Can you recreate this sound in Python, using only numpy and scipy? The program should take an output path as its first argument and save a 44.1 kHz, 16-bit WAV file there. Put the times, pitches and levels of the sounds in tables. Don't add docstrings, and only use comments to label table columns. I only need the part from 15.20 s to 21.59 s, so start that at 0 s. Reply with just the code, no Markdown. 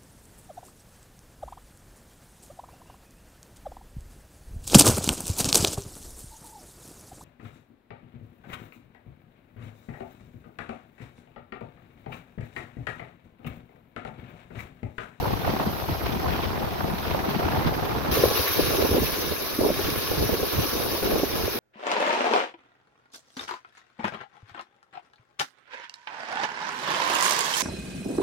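import sys
import numpy as np
from scipy import signal
from scipy.fft import rfft, irfft
from scipy.io import wavfile
from scipy.ndimage import uniform_filter1d

SR = 44100
rng = np.random.default_rng(int(sys.argv[2]) if len(sys.argv) > 2 else 0)


def master_out(mix):
    frames = np.transpose(np.atleast_2d(mix))
    ceiling = np.clip(frames, -1, 1)
    pcm = np.round(ceiling * 32767).astype(np.int16)
    wavfile.write(sys.argv[1], SR, pcm)


N = 281786
TIME = np.arange(N) / SR
FREQ = np.fft.rfftfreq(N, 1 / SR)
MOVE_S = 2.9135

# start_s, length_s, buffeting_db, rumble_db, rumble_left_minus_right_db
GUSTS = [(0.0, 0.14, -30.5, -30.5, 2), (0.099, 0.031, -30.5, -33, 5), (0.236, 0.13, -29, -32, -3),
         (0.4, 0.03, -27.5, -40, 0), (0.454, 0.034, -30, -34, -4), (0.693, 0.022, -28, -29, -5),
         (0.814, 0.16, -35, -34, 5), (1, 0.089, -30.5, -47, -2), (1.045, 0.21, -34, -34.5, 12.5),
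         (1.307, 0.17, -33, -33, 3), (1.595, 0.12, -32, -32.5, 7), (1.848, 0.12, -33.5, -36, 15),
         (1.952, 0.24, -31, -37, 8), (2.19, 0.33, -28, -31, 4), (2.452, 0.035, -40, -28, 0),
         (2.545, 0.25, -29.5, -33, 1), (2.834, 0.26, -28.5, -31, 3), (2.9, 0.012, -38, -31, 4),
         (3.1, 0.093, -35, -40.5, -11), (3.351, 0.073, -29, -29.5, -5), (3.46, 0.13, -28, -32, -5),
         (3.591, 0.06, -21.5, -38, -15), (3.724, 0.057, -22, -29.5, -3), (3.796, 0.05, -38, -26, -5),
         (3.93, 0.2, -35, -36, -7), (4.403, 0.075, -23, -32, -7), (4.498, .02, -29, -30, -4),
         (4.57, 0.21, -34, -32, 0), (4.9, 0.036, -32, -28, -4), (4.972, 0.076, -28, -26.5, -1),
         (5.109, 0.037, -29.5, -27.5, -1), (5.206, 0.043, -28, -34, 0), (5.321, 0.12, -30.5, -33, -5),
         (5.52, 0.23, -30, -37, 5), (5.821, 0.1, -26, -34, 10), (5.92, 0.045, -23, -29.5, -14),
         (5.987, 0.071, -30.5, -35, -14), (6.11, 0.15, -30.5, -35.5, -7), (6.343, 0.021, -30, -45, 6)]
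GUST_RISE_S, GUST_FALL_S = 0.023, 0.027
# buffeting_db, left_rumble_db, right_rumble_db
HELM_BREEZE = (-33, -30, -41)
STERN_BREEZE = (-36.5, -49, -36.5)
# frequency_hz, density_db
HELM_RUMBLE_SPECTRUM = [(15, -17), (32, -11), (55, -1.5), (90, -1), (135, -1.5), (210, -5), (330, -12.5),
                        (550, -20), (1200, -80), (4000, -83)]
STERN_RUMBLE_SPECTRUM = [(15, -17), (32, -12), (55, -4), (88, -1), (135, -6), (200, -7.5), (400, -17),
                         (1500, -68)]
FLUTTER_SPECTRUM = [(40, -37), (180, -10), (320, 2), (440, 1.5), (570, -3), (760, 2), (1150, -4.5),
                    (1600, -10), (2300, -18), (4000, -24.5), (7000, -31.5), (16000, -48)]
BUFFET_SPECTRUM = [(50, -38), (170, -14.5), (260, -6), (350, -2), (440, -1), (540, -7.5), (700, -11),
                   (1100, -18), (1800, -39), (4000, -60), (16000, -80)]
# peak_s, length_s, peak_db, centre_hz, left_minus_right_db
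HARD_EDDIES = [(0.058, 0.0063, -22.5, 780, 1), (0.077, 0.016, -32, 105, 5), (0.134, 0.012, -27.5, 80, 12),
               (0.278, 0.004, -18, 760, -3), (0.283, 0.012, -34, 89, 4), (0.296, 0.0061, -23, 260, 7),
               (0.341, 0.005, -24, 205, -1), (0.399, 0.0047, -21.5, 760, -3), (0.405, 0.005, -23, 220, 1),
               (0.431, 0.0045, -23, 765, 1), (0.474, 0.005, -20, 225, 4), (0.479, 0.012, -30, 85, 0),
               (0.623, 0.004, -27, 740, -1), (0.698, 0.005, -25.0, 208, 6), (0.725, 0.013, -29, 90, 0),
               (0.849, 0.023, -28.5, 86, 8), (0.855, 0.005, -34, 205, -7), (0.891, 0.006, -28.5, 213, 7),
               (0.962, 0.0064, -27.5, 240, 8), (1.005, 0.012, -33, 87, 0), (1.063, 0.0052, -21.5, 750, -1),
               (1.075, 0.012, -28, 102, 18), (1.145, 0.005, -26, 259, 6), (1.191, 0.004, -25, 790, -11),
               (1.268, 0.012, -35, 85, 19), (1.429, 0.004, -27, 800, 6), (1.608, 0.0047, -25.5, 900, -7),
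               (1.619, 0.005, -32, 235, 9), (1.648, 0.004, -24, 710, -4), (1.739, 0.005, -23.5, 210, -3),
               (1.948, 0.004, -20, 666, -9), (2.058, 0.004, -24.0, 740, 2), (2.064, 0.005, -27, 305, -2),
               (2.086, 0.005, -22, 237, 4), (2.166, 0.005, -24.5, 219, 14), (2.221, 0.004, -22.0, 680, 0),
               (2.255, 0.004, -25, 686, -2), (2.256, 0.012, -22.5, 90, 4), (2.264, 0.005, -23, 223, 9),
               (2.362, 0.0047, -22.5, 726, -5), (2.381, 0.012, -25, 90.5, 1), (2.385, 0.0054, -28, 200, -5),
               (2.451, 0.0045, -30, 816, -2), (2.461, 0.005, -19, 217, -4), (2.466, 0.012, -19, 85, -3),
               (2.664, 0.004, -33, 805, -11), (2.673, 0.0044, -31, 785, 2), (2.779, 0.005, -30, 278, 3),
               (2.887, 0.0066, -23.5, 235, 2), (2.919, 0.012, -26, 74.5, -4),
               (2.975, 0.0087, -21.0, 423, -3), (2.99, 0.013, -31, 90, -3), (2.994, 0.0046, -25, 405, -11),
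               (3.039, 0.003, -5.5, 440, 3), (3.057, 0.0043, -16.5, 495, -1), (3.062, 0.012, -28, 85, -2),
               (3.112, 0.003, -18.5, 525, 3), (3.197, 0.0054, -22.5, 410, 6),
               (3.198, 0.014, -26.5, 90.5, 2), (3.394, 0.0063, -12, 360, 3), (3.405, 0.0075, -23, 464, 4),
               (3.431, 0.013, -26, 80, -4), (3.506, 0.003, -21.5, 405, -2), (3.535, 0.0041, -21.5, 485, -4),
               (3.549, 0.003, -23, 474, -10), (3.584, 0.006, -26, 405, 3), (3.604, 0.003, -21.5, 430, 11),
               (3.625, 0.0041, -20, 460, -16), (3.635, 0.012, -32, 79.5, -16), (3.642, 0.003, -22, 440, -4),
               (3.651, 0.011, -24, 410, -7), (3.693, 0.003, -20, 385, 0), (3.715, 0.0032, -16.5, 360, -3),
               (3.718, 0.012, -22, 80, -1), (3.729, 0.0084, -26, 435, 13), (3.749, 0.004, -18.5, 445, 3),
               (3.768, 0.0042, -16, 415, -7), (3.783, 0.0034, -17.5, 355, 3), (3.812, 0.012, -25, 79, -6),
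               (3.822, 0.0052, -20, 305, -1), (3.833, 0.0039, -21.5, 447, -6), (4.03, 0.0037, -26, 435, -5),
               (4.122, 0.003, -24.5, 390, -4), (4.391, 0.0037, -15.5, 336, -2),
               (4.413, 0.0048, -15, 427, -1), (4.436, 0.003, -21, 373, 5), (4.451, 0.0041, -19, 410, 0),
               (4.463, 0.0048, -16, 447, -4), (4.492, 0.0059, -21.5, 505, 2), (4.504, 0.0035, -15, 426, -1),
               (4.597, 0.0078, -24, 385, 2), (4.687, 0.0047, -22.5, 335, -3), (4.916, 0.0037, -17, 415, -3),
               (5.013, 0.014, -21.5, 85, -2), (5.027, 0.0033, -16.5, 510, -4), (5.062, 0.012, -31, 80, -10),
               (5.095, 0.0047, -16.5, 398, 0), (5.133, 0.003, -19.5, 433, -7),
               (5.142, 0.0057, -22.5, 400, 1), (5.231, 0.0034, -18.5, 460, 4), (5.391, 0.016, -20, 90, 0),
               (5.392, 0.0035, -19.5, 298, 2), (5.456, 0.0053, -27, 380, 3), (5.554, 0.003, -21.5, 405, -2),
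               (5.602, 0.003, -24, 455, -11), (5.852, 0.012, -29, 85, 4), (5.858, 0.003, -21.5, 330, 1),
               (5.873, 0.0059, -26, 460, -5), (5.921, 0.003, -24, 475, 10), (5.935, 0.003, -21.5, 433, 3),
               (5.962, 0.003, -23, 470, 7), (5.983, 0.003, -29, 473, -12), (6, 0.0034, -23.5, 470, 9),
               (6.035, 0.0051, -14.5, 373, -5), (6.244, 0.013, -27.5, 85, -7), (6.28, 0.0039, -20, 420, -3)]
EDDY_RISE_SHARE, EDDY_LEAST_CYCLES = 0.936, 1.36
BOTH_PORTS_SHARE, BOTH_PORTS_HALF_HZ = 0.58, 680
EDDY_TEAR_DB, EDDY_TEAR_SPREAD = -15, 0.25
EDDY_TILT_DB_PER_OCTAVE = -6.5
HELM_EDDY_SPREAD, STERN_EDDY_SPREAD = 0.25, 0.25

# time_s, level_db
WAKE_HEARD_LEVEL = [(2.93, -26.5), (3.05, -26.5), (3.1, -29), (3.16, -25.5), (3.42, -26.5), (3.64, -29),
                    (3.79, -30), (3.86, -28), (4.0, -30), (4.2, -32), (4.43, -32.5), (4.66, -30),
                    (5.2, -31), (5.38, -29.5), (6.0, -31), (6.07, -33.5), (6.15, -31), (6.39, -31.5)]
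# frequency_hz, density_db
CHURN_SPECTRUM = [(60, -36), (200, -3.5), (400, 12.5), (650, 6.5), (880, 1.5), (1400, 4.5), (2000, 0),
                  (3000, 1.5), (4500, -3.5), (9000, -53)]
FOAM_SPECTRUM = [(500, -44), (2000, -4.5), (3200, -2), (4300, 2.8), (5700, 3.5), (10000, -2), (13000, 2.5),
                 (16000, -5.5)]
# centre_hz, width_hz, peak_db
HOLLOW_RESONANCES = [(1092, 190, 8), (1692, 97, 5.5), (2270, 400, -1.5), (3780, 160, 4)]
CHURN_DB, WAKE_USUAL_DB, CHURN_GROWTH = -7, -32.5, 0.028
# frequency_hz, coherence (0 to 1)
HULL_COHERENCE = [(400, 0.11), (1500, 0.3), (3000, 0.23), (6000, 0.086), (10000, .08)]
HULL_LAG_S = 0.000782
# frequency_hz, correlation (-1 to 1)
FOAM_CORRELATION = [(1000, 0.25), (2400, 0.088), (3300, -0.097), (6000, -0.058), (8000, -0.41),
                    (10200, 0.023)]

# start_s, length_s, level_db
WAVES = [(.262, 0.1, -36), (.72, .03, -41), (.85, 0.037, -33.5), (1.05, 0.2, -34), (1.83, 0.11, -33.5),
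         (2.06, 0.42, -36.5)]
WAVE_RISE_S, WAVE_FALL_S, OPEN_SEA_DB = 0.026, 0.068, -38
# time_s, level_db
WHITECAP_LEVEL = [(0, -41.5), (.2, -42.5), (.38, -41.5), (.75, -40.5), (1.05, -42), (1.45, -45.5),
                  (1.75, -42), (2.9, -42)]
# frequency_hz, density_db
SEA_RUSH_SPECTRUM = [(100, -20), (700, 13), (1500, 5.5), (2500, 5.5), (4000, 0.5), (6000, -8.5),
                     (10000, -20), (16000, -11)]
SEA_HISS_SPECTRUM = [(1000, -20), (4000, 5.5), (6000, 2), (10000, -7), (13000, 6.5), (16000, -9.5)]

# frequency_hz, gain_db
MICROPHONE_RESPONSE = [(5600, -1), (6200, -3.5), (6800, -12), (7350, -20.5), (7750, -40), (8300, -20),
                       (9100, -11.5), (9900, -2.5), (11200, 1), (12500, 0.5), (15900, 3)]
# frequency_hz, left_minus_right_db
PORT_BALANCE = [(5200, 0.45), (6000, -1), (6700, 0), (12300, 0), (14300, 2), (16000, -1)]
BAND_EDGE_HZ = 15850


def helm_wind():
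    low = rumble(HELM_BREEZE, HELM_RUMBLE_SPECTRUM, lumpy_db=2.0, left_swing_db=3.0, right_swing_db=20.5)
    flutter = turbulence(FLUTTER_SPECTRUM, burst_hz=86.4, shared_db=3.0, own_db=1.5)
    flutter = patchy(flutter, depth_db=2.0, width_hz=670, length_s=0.016)
    flutter = steady(flutter, size=1700)
    flutter = buffeting(flutter, HELM_BREEZE, edge_hz=680, full_db=-24.5, brightening=0.12)
    return low + flutter * sides(-3.3)


def stern_wind():
    low = rumble(STERN_BREEZE, STERN_RUMBLE_SPECTRUM, lumpy_db=-0.5, left_swing_db=7, right_swing_db=7)
    buffet = turbulence(BUFFET_SPECTRUM, burst_hz=63.3, shared_db=3.0, own_db=2.5)
    buffet = patchy(buffet, depth_db=2.0, width_hz=300, length_s=0.018)
    buffet = steady(buffet, size=1700)
    buffet = buffeting(buffet, STERN_BREEZE, edge_hz=1500, full_db=-28, brightening=0.2)
    return low + buffet * sides(-0.47)


def rumble(breeze, spectrum, lumpy_db, left_swing_db, right_swing_db):
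    pressure = turbulence(spectrum, burst_hz=44.0, shared_db=3.0, own_db=lumpy_db)
    gust_power = []
    for side in (.5, -.5):
        rows = [(start, length, db + side * pan_db) for start, length, _, db, pan_db in GUSTS]
        gust_power.append(swells(rows, GUST_RISE_S, GUST_FALL_S))
    swing_db = np.array([[left_swing_db], [right_swing_db]]) * np.tanh(wander(14.5, channels=2))
    swing = steady(gain_of(swing_db), size=6000)
    breeze_power = gain_of(breeze[1:])[:, None] ** 2
    return pressure * swing * np.sqrt(breeze_power + np.array(gust_power))


def buffeting(pressure, breeze, edge_hz, full_db, brightening):
    gust_power = swells([row[:3] for row in GUSTS], GUST_RISE_S, GUST_FALL_S)
    wind = np.sqrt(gain_of(breeze[0]) ** 2 + gust_power)
    body = irfft(rfft(pressure) / (1 + (FREQ / edge_hz) ** 6), N)
    treble = pressure - body
    return wind * (body + treble * (wind / gain_of(full_db)) ** brightening)


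def turbulence(spectrum, burst_hz, shared_db, own_db):
    bursts = gain_of(shared_db * wander(burst_hz) + own_db * wander(burst_hz, channels=2))
    return steady(colour(rng.standard_normal((2, N)) * bursts, spectrum), size=1900)


def hard_eddies():
    out, t = np.zeros((2, N)), TIME[:8192]
    hz = np.fft.rfftfreq(len(t), 1 / SR) + 1
    for peak_s, length_s, db, centre_hz, pan_db in HARD_EDDIES:
        rise_s = max(EDDY_RISE_SHARE * length_s, EDDY_LEAST_CYCLES / centre_hz)
        swell = (t / rise_s * np.exp(1 - t / rise_s)) ** 2
        shared = BOTH_PORTS_SHARE / (1 + (centre_hz / BOTH_PORTS_HALF_HZ) ** 2)
        noise = rng.standard_normal((3, len(t)))
        ports = np.sqrt(shared) * noise[0] + np.sqrt(1 - shared) * noise[1:]
        spread = HELM_EDDY_SPREAD if peak_s < MOVE_S else STERN_EDDY_SPREAD
        above = np.log(hz / centre_hz)
        main = np.exp(-.5 * (above / spread) ** 2)
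        tear = gain_of(EDDY_TEAR_DB) * np.exp(-.5 * ((above - np.log(2)) / EDDY_TEAR_SPREAD) ** 2)
        tilt = gain_of(EDDY_TILT_DB_PER_OCTAVE * np.log2(hz / centre_hz))
        pressure = irfft(rfft(ports) * (main + tear) * tilt, len(t))
        pressure = steady(pressure, size=round(SR / centre_hz))
        add(out, peak_s - rise_s, gain_of(db) * sides(pan_db) * swell * pressure)
    return out


def wake():
    fizz = spray(drops_per_s=2200, size_db=-1.5, drop_share=0.34, flicker_db=0.0)
    fizz = patchy(from_side(fizz), depth_db=2.0, width_hz=900, length_s=0.026)
    foam = evened(colour(fizz, FOAM_SPECTRUM))
    slosh = spray(drops_per_s=900, size_db=5, drop_share=0.15, flicker_db=1.0)
    slosh = patchy(from_side(slosh), depth_db=2.0, width_hz=780, length_s=0.028)
    churn = evened(colour(slosh, CHURN_SPECTRUM))
    ringing = bubbles(per_s=380, cycles=13.9, size_db=4.5)
    water = gain_of(4.5) * churn + gain_of(-4.0) * hollow_stern() + gain_of(-4.0) * ringing
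    heard_level = follow(WAKE_HEARD_LEVEL)
    growth = (heard_level / gain_of(WAKE_USUAL_DB)) ** CHURN_GROWTH
    splashes = splashing(per_s=70, fall_s=.004, depth=.55)
    return heard_level * splashes * (foam + gain_of(CHURN_DB) * growth * water)


def hollow_stern():
    surges = patchy(rng.standard_normal((1, N)), depth_db=1.5, width_hz=310, length_s=0.026)
    response = sum(gain_of(db) / (1 + (2 * (FREQ - hz) / width) ** 2) for hz, width, db in HOLLOW_RESONANCES)
    return evened(irfft(rfft(surges) * response, N))


def bubbles(per_s, cycles, size_db, count=36):
    out, t = np.zeros((2, N)), TIME[:SR // 25]
    for hz in np.geomspace(900, 6000, count):
        age = hz * t / cycles
        phase = 2 * np.pi * hz * t * (1 + 0.0258 * np.minimum(age, 5))
        ring = np.sin(phase) * np.exp(-age)
        births = (rng.random((2, N)) < per_s / count / SR).astype(float)
        sizes = np.minimum(rng.exponential(1, int(births.sum())), 4)
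        births[births > 0] = gain_of(size_db * sizes)
        out += signal.oaconvolve(births, ring[None], axes=1)[:, :N]
    return evened(out)


def from_side(x):
    delay = np.exp(-2j * np.pi * FREQ * HULL_LAG_S)
    direct = np.interp(FREQ, *np.transpose(HULL_COHERENCE)) * delay
    likeness = direct + np.interp(FREQ, *np.transpose(FOAM_CORRELATION))
    unlike = np.sqrt(np.maximum(1 - abs(likeness) ** 2, 0))
    left, right = rfft(x)
    return np.array([x[0], irfft(likeness * left + unlike * right, N)])


def helm_sea():
    waves = spray(drops_per_s=1000, size_db=3.5, drop_share=0.42, flicker_db=2.5)
    waves = patchy(waves, depth_db=2.0, width_hz=370, length_s=0.02)
    sea = np.sqrt(gain_of(OPEN_SEA_DB) ** 2 + swells(WAVES, WAVE_RISE_S, WAVE_FALL_S))
    rush = sea * evened(colour(waves, SEA_RUSH_SPECTRUM))
    foam = spray(drops_per_s=2200, size_db=3, drop_share=0.22, flicker_db=.6)
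    foam = patchy(foam, depth_db=2.5, width_hz=550, length_s=0.021)
    hiss = follow(WHITECAP_LEVEL) * evened(colour(foam, SEA_HISS_SPECTRUM))
    return (rush + hiss) * splashing(per_s=83, fall_s=0.0023, depth=0.41)


def spray(drops_per_s, size_db, drop_share, flicker_db):
    sizes = gain_of(size_db * np.minimum(rng.exponential(1, (2, N)), 4))
    drops = sizes * rng.choice([-1, 1], (2, N)) * (rng.random((2, N)) < drops_per_s / SR)
    merged = rng.standard_normal((2, N))
    hiss = np.sqrt(drop_share) * evened(drops) + np.sqrt(1 - drop_share) * merged
    return hiss * gain_of(flicker_db * wander(49))


def splashing(per_s, fall_s, depth):
    landings = rng.exponential(1, N) * (rng.random(N) < per_s / SR)
    power = signal.lfilter([1], [1, -np.exp(-1 / (fall_s * SR))], landings)
    return steady(np.sqrt(1 + depth * power), size=3000)


def patchy(x, depth_db, width_hz, length_s):
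    hz, t, z = signal.stft(x, SR, nperseg=256, noverlap=192)
    across = np.fft.fftfreq(len(hz), hz[1])[:, None] * width_hz
    along = np.fft.fftfreq(len(t), t[1]) * length_s
    blur = np.exp(-2 * (across ** 2 + along ** 2))
    patches = np.fft.ifft2(np.fft.fft2(rng.standard_normal(z.shape[1:])) * blur).real
    lit = z * gain_of(depth_db * evened(patches))
    return signal.istft(lit, SR, nperseg=256, noverlap=192)[1][:, :N]


def swells(rows, rise_s, fall_s):
    t, power = TIME[::64], 0
    for start, length, db in rows:
        attack = np.clip((t - start) / rise_s + .5, 0, 1)
        release = np.exp(-np.maximum(t - start - length, 0) / fall_s)
        power = power + (gain_of(db) * attack * release) ** 2
    return np.interp(TIME, t, power)


def wander(rate_hz, channels=1):
    noise = rng.standard_normal((channels, N))
    return evened(irfft(rfft(noise) * np.exp(-(FREQ / rate_hz) ** 2), N))


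def colour(x, points):
    hz, db = np.transpose(points)
    return irfft(rfft(x) * gain_of(np.interp(np.log(FREQ + 1), np.log(hz), db)), N)


def steady(x, size):
    power = uniform_filter1d(uniform_filter1d(x ** 2, size, axis=-1), size, axis=-1)
    return x / np.sqrt(abs(power) + 1e-12)


def evened(x):
    return x / np.sqrt(np.mean(x ** 2) + 1e-20)


def follow(rows):
    return gain_of(np.interp(TIME, *np.transpose(rows)))


def sides(balance_db):
    return gain_of(np.array([[.5], [-.5]]) * balance_db)


def gain_of(db):
    return 10 ** (np.asarray(db) / 20)


def add(mix, start_s, sound):
    part = mix[:, max(round(start_s * SR), 0):][:, :sound.shape[1]]
    part += sound[:, :part.shape[1]]


def scene():
    helm = helm_wind() + helm_sea()
    stern = stern_wind() + wake()
    return np.where(TIME < MOVE_S, helm, stern) + hard_eddies()


def record(dry):
    rounded = dry / (1 + (dry / .6) ** 4) ** .25
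    balance_db = np.interp(FREQ, *np.transpose(PORT_BALANCE))
    ports = irfft(rfft(rounded) * sides(balance_db), N)
    self_noise = gain_of(-53.5) * rng.standard_normal((2, N))
    heard = colour(ports, MICROPHONE_RESPONSE) + self_noise
    low_pass = signal.firwin(611, BAND_EDGE_HZ, window=("kaiser", 8), fs=SR)
    return signal.oaconvolve(heard, low_pass[None], "same")


dry = scene()
out = record(dry)
master_out(out)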